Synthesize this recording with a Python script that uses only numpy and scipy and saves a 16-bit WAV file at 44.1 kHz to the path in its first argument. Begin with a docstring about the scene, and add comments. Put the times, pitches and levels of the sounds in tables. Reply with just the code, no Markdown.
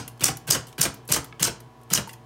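"""A small quiet room, where an electric typewriter is typing on a wooden desk.
Each key swings a steel type bar that cracks against the paper roller. The parts around it clatter and
ring, and the machine rocks on its feet and thumps the desk. Between strokes, keys tick and fingers tap.
The motor hums underneath, and the walls add a short echo to the typing."""
import sys
import numpy as np
from scipy import signal
from scipy.fft import rfft, irfft
from scipy.io import wavfile

SR = 44100
rng = np.random.default_rng(int(sys.argv[2]) if len(sys.argv) > 2 else 0)


def to_wav(sig):
    """Store sig (one row per channel, or 1-D mono) as 16-bit WAV at the path in sys.argv[1].

    Samples outside -1..1 are clipped; the rate is SR.
    """
    pcm = np.clip(np.atleast_2d(sig), -1, 1) * 32767
    pcm = np.round(pcm).astype(np.int16)
    wavfile.write(sys.argv[1], SR, pcm.T)  # frames by channels


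N = 99225
LEAD = SR // 4   # extra samples before time zero, so an earlier stroke can ring into the scene
TOUCH_GAIN = np.sqrt(.01 * SR)   # gives a touch the energy of a signal at level 1 lasting 10 ms

# The typed letters. Each row: time of the crack in seconds, levels of crack, clatter and thump in dB,
# extra delay of the bar's return in seconds, recoil pitch in Hz, level of the settling thud in dB.
STROKES = [(-.072, -14, -3, 0, -0.00045, 148, -43), (0.242, 1.5, -1.5, -1, .001, 130.7, -28),
           (0.509, 1.5, -1, 0.5, 0.00065, 142.5, -30.5), (0.8152, 2.5, -1, -0.5, -0.00052, 150, -40.5),
           (1.1232, 1.5, -1.64, 0.5, .001, 134, -35), (1.4298, 1, -2, -1, 0.0032, 159.6, -39.5),
           (1.9365, 3.5, -2, -1, .001, 168.6, -42)]
# The tones of a crack. Each row: pitch in Hz, level in dB, ring time (to fade by 60 dB) in seconds.
CRACK_TONES = [(1219, -26.5, 0.013), (1570, -27, .014), (3050, -22, 0.017), (4400, -19.5, .007),
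               (5150, -15.5, 0.014), (6690, -12, 0.011), (7160, -1, 0.0053), (8680, -8, .008),
               (10400, -34.5, 0.0043), (12982, -4.5, 0.0033)]
def type_cracks():
    """The type hits the roller and rebounds at once; every bar rings at slightly different pitches."""
    crack_db, rebound_s, rebound_db = -5.5, .00056, -13.5
    out = np.zeros(LEAD + N)
    for start, db, *_ in STROKES:
        bar = ring([(hz * (1 + rng.normal(0, .015)), level, ring_s) for hz, level, ring_s in CRACK_TONES])
        add(out, start, from_db(crack_db + db) * bar)
        add(out, start + rebound_s, from_db(crack_db + db + rebound_db) * bar)
    return out


# The contacts in a stroke: the drive grabs, the bar swings, the type lands, the carriage steps. Each row:
# seconds from the crack, rattle length in seconds, levels of case, frame, steel and small parts in dB.
STROKE_CONTACTS = [(-.0345, .006, -41, -37.5, -40.5, -39), (-.027, 0.0088, -38.5, -36.5, -42, -35.5),
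                   (-.019, .014, -33, -32, -37, -43.5), (-.007, .003, -52, -36, -35, -30),
                   (-.0045, .004, -32, -30, -26, -22), (-.0007, .001, -39, -30, -20, -34),
                   (.009, .005, -45.5, -35.5, -23, -33), (.0130, .006, -33, -36, -20.5, -34),
                   (0.0208, .005, -33.5, -28, -23, -28.5), (0.032, .008, -44, -32.5, -30, -39)]
# The bar falls back on its rest and bounces. Each row reads as above.
RETURN_CONTACTS = [(0.0374, 0.0058, -29.5, -26, -30.5, -30.5), (.044, 0.0083, -28.5, -32.5, -31.5, -44),
                   (0.057, 0.015, -33.5, -36, -41, -48)]
# The tone colour of each part. Each row: frequency in Hz, level in dB.
CASE_COLOUR = [(50, -40), (100, -13.5), (170, 0), (320, 1.5), (480, -1), (700, -2.5), (1100, -3.5),
               (1600, -7), (2600, -13), (6000, -54.5)]
FRAME_COLOUR = [(300, -58), (800, -15.5), (1300, -2.5), (1650, 0), (2100, -3), (3000, 0), (3600, -3.5),
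                (4500, -4), (6500, -17), (14000, -50)]
STEEL_COLOUR = [(1200, -60), (3200, -17), (4500, -4), (5200, 0), (6300, 0.5), (7300, -3.5), (8600, 0),
                (9600, -10.5), (12000, -11.5), (18000, -42)]
SMALL_PARTS_COLOUR = [(2000, -52), (6000, -3.5), (8500, 0), (10400, 3.5), (11500, 1.5), (13000, 0.5),
                      (15500, -2.5), (18000, -10.5)]
# Ring times in seconds of the case, frame, steel and small parts.
PART_RING_S = (0.04, 0.027, 0.02, 0.021)
# The basket that holds the type bars. Each row: pitch in Hz, level in dB, ring time in seconds.
BASKET_TONES = [(1606, 3, 0.33), (2960, 3, 0.13), (4800, -2, 0.28), (5450, 5.5, .25), (5850, -8.5, 0.073),
                (6114, -2, .22), (5750, -8, .22), (6240, -12, .2), (6590, 5.5, .2), (6950, -13, .22),
                (7082, -2, 0.11), (7381, 6, .22), (7900, -5, .16), (9000, -16, .18)]
def clatter():
    """Each stroke shakes the case, frame, steel and small parts; the basket rings with the steel."""
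    shakes = np.zeros((4, LEAD + N))
    for start, _, clatter_db, _, return_delay, *_ in STROKES:
        for delay, contacts in ((0, STROKE_CONTACTS), (return_delay, RETURN_CONTACTS)):
            for offset, length, *levels in contacts:
                for shake, db, ring_s in zip(shakes, levels, PART_RING_S):
                    add(shake, start + offset + delay, from_db(db + clatter_db) * contact(length, ring_s))
    colours = (CASE_COLOUR, FRAME_COLOUR, STEEL_COLOUR, SMALL_PARTS_COLOUR)
    parts = sum(coloured(shake, colour) for shake, colour in zip(shakes, colours))
    basket = through(shakes[2], unit(ring(BASKET_TONES)))
    return parts + from_db(-15) * basket


def contact(length, ring_s, clicks_per_s=2200, spread_db=3):
    """A first touch and a dying rattle of tiny clicks set a part ringing, differently every time."""
    t = seconds(.06)
    ringing = rng.standard_normal(len(t)) * from_db(-60 * t / ring_s)   # countless tones blur into noise
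    clicks = (rng.random(len(t)) < clicks_per_s / SR) * rng.choice([-1, 1], len(t))
    strengths = from_db(spread_db * rng.standard_normal(len(t)))
    rattle = unit(clicks * strengths * np.exp(-t / length))
    rattle[0] += .51   # the first touch
    return unit(signal.fftconvolve(rattle, ringing)) * TOUCH_GAIN


# The shoves a stroke gives the desk. Each row: seconds from the crack, length in seconds, level in dB.
DESK_SHOVES = [(-.021, 0.0016, -28), (.012, 0.0022, -25.5), (.046, 0.0018, -25), (.064, 0.0047, -21)]
# The low tones of the wooden desk. Each row: pitch in Hz, level in dB, ring time in seconds.
DESK_TONES = [(57.9, -19, .1), (77, -5.5, .13), (123.4, -4, 0.15), (162, -8, 0.12), (178, -9.5, 0.02),
              (275.3, -6.5, 0.16), (323.7, -4, .11), (466.7, -2, .12)]
def thumps():
    """The machine recoils on its feet as the bar is thrown, then settles; its shoves make the desk boom."""
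    force, rocking = np.zeros((2, LEAD + N))
    t = seconds(.02)
    for start, _, _, thump_db, _, recoil_hz, settle_db in STROKES:
        add_rocking(rocking, start - .0112, thump_db - 23.5, recoil_hz, width_s=.0065)
        add_rocking(rocking, start + .062, settle_db, hz=148.2, width_s=.011)
        for offset, length, db in DESK_SHOVES:
            push = np.sin(np.pi * np.minimum(t / length, 1)) ** 2
            add(force, start + offset + rng.normal(0, .0012), from_db(db + thump_db) * push / push.sum())
    return rocking + through(force, ring(DESK_TONES)) / 2


def add_rocking(track, peak_s, db, hz, width_s):
    """Mix in one rock of the machine: a few slow swings that swell and fade around peak_s."""
    t = seconds(.1) - .05
    swings = -np.cos(2 * np.pi * hz * t) * np.exp(-(t / width_s) ** 2)
    add(track, peak_s - .05, from_db(db) * swings)


# Keys going down and springing back. 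Each row: start in seconds, rattle length in seconds,
# levels of the bright tick, the dull knock and the spring's ping in dB.
KEY_TICKS = [(.0783, 0.0035, -39.5, -44, -40), (.175, .002, -66, -62, -72), (0.196, .002, -58, -48, -57),
             (0.3705, .002, -43, -41, -42), (.470, 0.0042, -48, -49.5, -67), (0.669, .005, -50, -51, -57),
             (0.682, 0.024, -53, -50, -58), (0.727, .001, -61.5, -49.5, -71),
             (0.9415, 0.0017, -46, -55, -61.5), (1.052, .003, -61.5, -68, -71),
             (1.077, 0.0038, -42, -53, -65), (1.2442, 0.0014, -46, -43.5, -45),
             (1.6035, .002, -54.5, -54, -53.5), (1.814, 0.00083, -64.5, -69, -75),
             (1.833, 0.0022, -62, -64, -69.5), (1.893, 0.0039, -71, -70, -72),
             (2.074, 0.042, -46, -51, -62), (2.0925, .005, -51.5, -41, -57), (2.131, .007, -48, -45.5, -58)]
# The ping of a key spring. Each row: pitch in Hz, level in dB, ring time in seconds.
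PING_TONES = [(9390, -8, .014), (10500, -2.5, .032), (11450, 2.5, .016), (11700, -16, .028),
              (14340, -6, .04)]
def key_ticks():
    """Keys tick against their stops and their springs ping."""
    ticks, knocks, pings = np.zeros((3, LEAD + N))
    _, frame_ring_s, _, small_parts_ring_s = PART_RING_S
    ping = TOUCH_GAIN * unit(ring(PING_TONES))
    for start, length, tick_db, knock_db, ping_db in KEY_TICKS:
        add(ticks, start, from_db(tick_db) * contact(length, small_parts_ring_s))
        add(knocks, start, from_db(knock_db) * contact(length, frame_ring_s))
        add(pings, start, from_db(ping_db) * ping)
    dull = (coloured(knocks, FRAME_COLOUR) + coloured(knocks, STEEL_COLOUR)) / np.sqrt(2)
    return coloured(ticks, SMALL_PARTS_COLOUR) + dull + pings


# Fingers knocking on keys. Each row: start in seconds, level in dB, main pitch in Hz,
# its ring time in seconds, level shift of the side tones in dB.
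FINGER_TAPS = [(1.326, -43, 2230, .03, 0), (2.075, -38, 905, .07, -15), (2.093, -47, 2800, .1, -10)]
# A key top's side tones. Each row: multiple of the main pitch, level in dB, ring time in seconds.
SIDE_TONES = [(0.579, -5, .04), (.75, -5, .035), (1.16, -3.5, .02), (1.529, -3, .02), (2.2, -6, .012)]
def finger_taps():
    """Fingers knock on the hollow key tops; a soft fingertip dulls the treble."""
    out = np.zeros(LEAD + N)
    soften = signal.butter(2, 3000, fs=SR, output="sos")
    for start, db, hz, main_ring_s, side_db in FINGER_TAPS:
        sides = [(hz * ratio, level + side_db, ring_s) for ratio, level, ring_s in SIDE_TONES]
        key_top = ring([(hz, 0, main_ring_s)] + sides)
        add(out, start, from_db(db) * TOUCH_GAIN * unit(signal.sosfilt(soften, key_top)))
    return out


def long_basket_ring(hz=3070, db=-55.5, ring_s=1.14):
    """One tone of the type-bar basket sings faintly and long after each stroke."""
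    out = np.zeros(LEAD + N)
    for start, *_ in STROKES:
        add(out, start, ring([(hz, db, ring_s)]))
    return out


# The motor's hum. Each row: pitch in Hz, level in dB, amount of waver (0 is steady).
HUM_TONES = [(58, -62, .2), (120, -52, 0.3), (146.5, -67.5, 0), (235.7, -61.5, 0), (344.6, -64.5, .4),
             (431, -72.5, 0.7), (456, -63, 0), (645, -67, 0.7), (753, -63, 0), (986, -62, 0),
             (1104, -65, .4), (1713, -75, .6)]
# The tone colour of motor whirr and room air. Each row: frequency in Hz, level in dB.
WHIRR_COLOUR = [(15, -69), (25, -40), (86, -16), (122, 4.5), (188, -33.5), (233, -9.5), (445, -8),
                (482, -17.5), (523, -13.5), (997, -11.5), (1170, -19), (15500, -42.5)]
def motor(whirr_db=-53, waver_hz=7.2):
    """The motor hums over a soft whirr; some of its tones waver, others hold steady."""
    t = np.arange(N) / SR
    slow = signal.butter(2, waver_hz, fs=SR, output="sos")
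    whirr = sum(weight * from_db(at_hz(WHIRR_COLOUR, hz)) * unit(noise) for hz, noise, weight in bands(N))
    out = from_db(whirr_db) * np.sqrt(N) * unit(whirr)
    for hz, db, waver in HUM_TONES:
        a, b = signal.sosfilt(slow, rng.standard_normal((2, LEAD + N)))[:, LEAD:]
        drift = np.sqrt(N / 2) * (unit(a) + 1j * unit(b))   # moves both loudness and phase
        wobble = (1 + waver * drift) / np.hypot(1, waver)
        tone = np.exp(2j * np.pi * (hz * t + rng.random()))
        out += from_db(db) * np.sqrt(2) * np.real(wobble * tone)
    return out


# How long the room rings. Each row: frequency in Hz, ring time in seconds.
ROOM_RING = [(100, 0.6), (400, .36), (1500, .33), (4000, 0.34), (8000, 0.23), (15000, 0.12)]
# The echo's tone colour. Each row: frequency in Hz, level in dB compared with the direct sound.
ROOM_COLOUR = [(60, -11), (200, -6.5), (1000, -7), (3000, -13), (6500, -12.5), (10000, -14), (15000, -12.5)]
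def room_echo(x, delay_s=.0057, build_s=.003):
    """Reflections from the walls build up quickly and die sooner in the treble."""
    t = seconds(.5)
    build = 1 - np.exp(-np.maximum(t - delay_s, 0) / build_s)
    echo = np.zeros(len(t))
    for hz, noise, weight in bands(len(t)):
        fade = from_db(-60 * t / at_hz(ROOM_RING, hz))
        echo += weight * from_db(at_hz(ROOM_COLOUR, hz)) * unit(noise * build * fade)
    return through(x, echo)


def ring(tones):
    """Half a second of a struck object: a few pure tones, each fading at its own rate."""
    t = seconds(.5)
    return sum(from_db(db - 60 * t / ring_s) * np.cos(2 * np.pi * hz * t) for hz, db, ring_s in tones)


def coloured(x, colour):
    """Give x a tone colour, with a filter that keeps white noise equally strong."""
    size = 4096
    hz = np.maximum(np.fft.rfftfreq(size, 1 / SR), 1)
    cepstrum = irfft(np.log(from_db(at_hz(colour, hz))))
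    # Fold the second half onto the first, so the filter rings only after a hit.
    cepstrum[1:size // 2] *= 2
    cepstrum[size // 2 + 1:] = 0
    return through(x, unit(irfft(np.exp(rfft(cepstrum)))))


def bands(size):
    """Noise in third-octave bands, each as: centre in Hz, noise, weight for the band's width."""
    edges = np.geomspace(28, 18000, 29)
    for low, high in zip(edges, edges[1:]):
        band = signal.butter(2, [low, high], "band", fs=SR, output="sos")
        noise = signal.sosfilt(band, rng.standard_normal(size + SR // 10))[-size:]
        yield np.sqrt(low * high), noise, np.sqrt(2 * (high - low) / SR)


def from_db(db):
    """Turn decibels into a multiplier."""
    return 10 ** (np.asarray(db) / 20)


def unit(x):
    """Scale x to a total energy of 1."""
    return x / np.sqrt(np.sum(x ** 2) + 1e-20)


def seconds(length):
    """The time of each sample, in seconds."""
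    return np.arange(int(length * SR)) / SR


def at_hz(table, hz):
    """Read between a table's rows, with octaves evenly spaced."""
    frequencies, values = np.transpose(table)
    return np.interp(np.log(hz), np.log(frequencies), values)


def add(track, start, x):
    """Mix x into a track at a start time in seconds."""
    i = max(LEAD + int(round(start * SR)), 0)
    track[i:i + len(x)] += x[:max(len(track) - i, 0)]


def through(x, response):
    """Play x through an object, given that object's response to one click."""
    return signal.fftconvolve(x, response)[:len(x)]


def scene():
    """The typing, its echo and the motor, in one channel."""
    typing = clatter() + type_cracks() + thumps() + long_basket_ring() + key_ticks() + finger_taps()
    in_room = typing + room_echo(typing)
    return (in_room[LEAD:] + motor())[None]


def record(dry):
    """The microphone drops the deep bass, the tallest peaks are rounded and the highest treble is cut."""
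    x = signal.sosfilt(signal.butter(3, 60, "high", fs=SR, output="sos"), dry)
    rounded = x / (1 + (x / .95) ** 4) ** .25
    return signal.sosfilt(signal.ellip(10, .2, 80, 15800, fs=SR, output="sos"), rounded)


dry = scene()
out = record(dry)
to_wav(out)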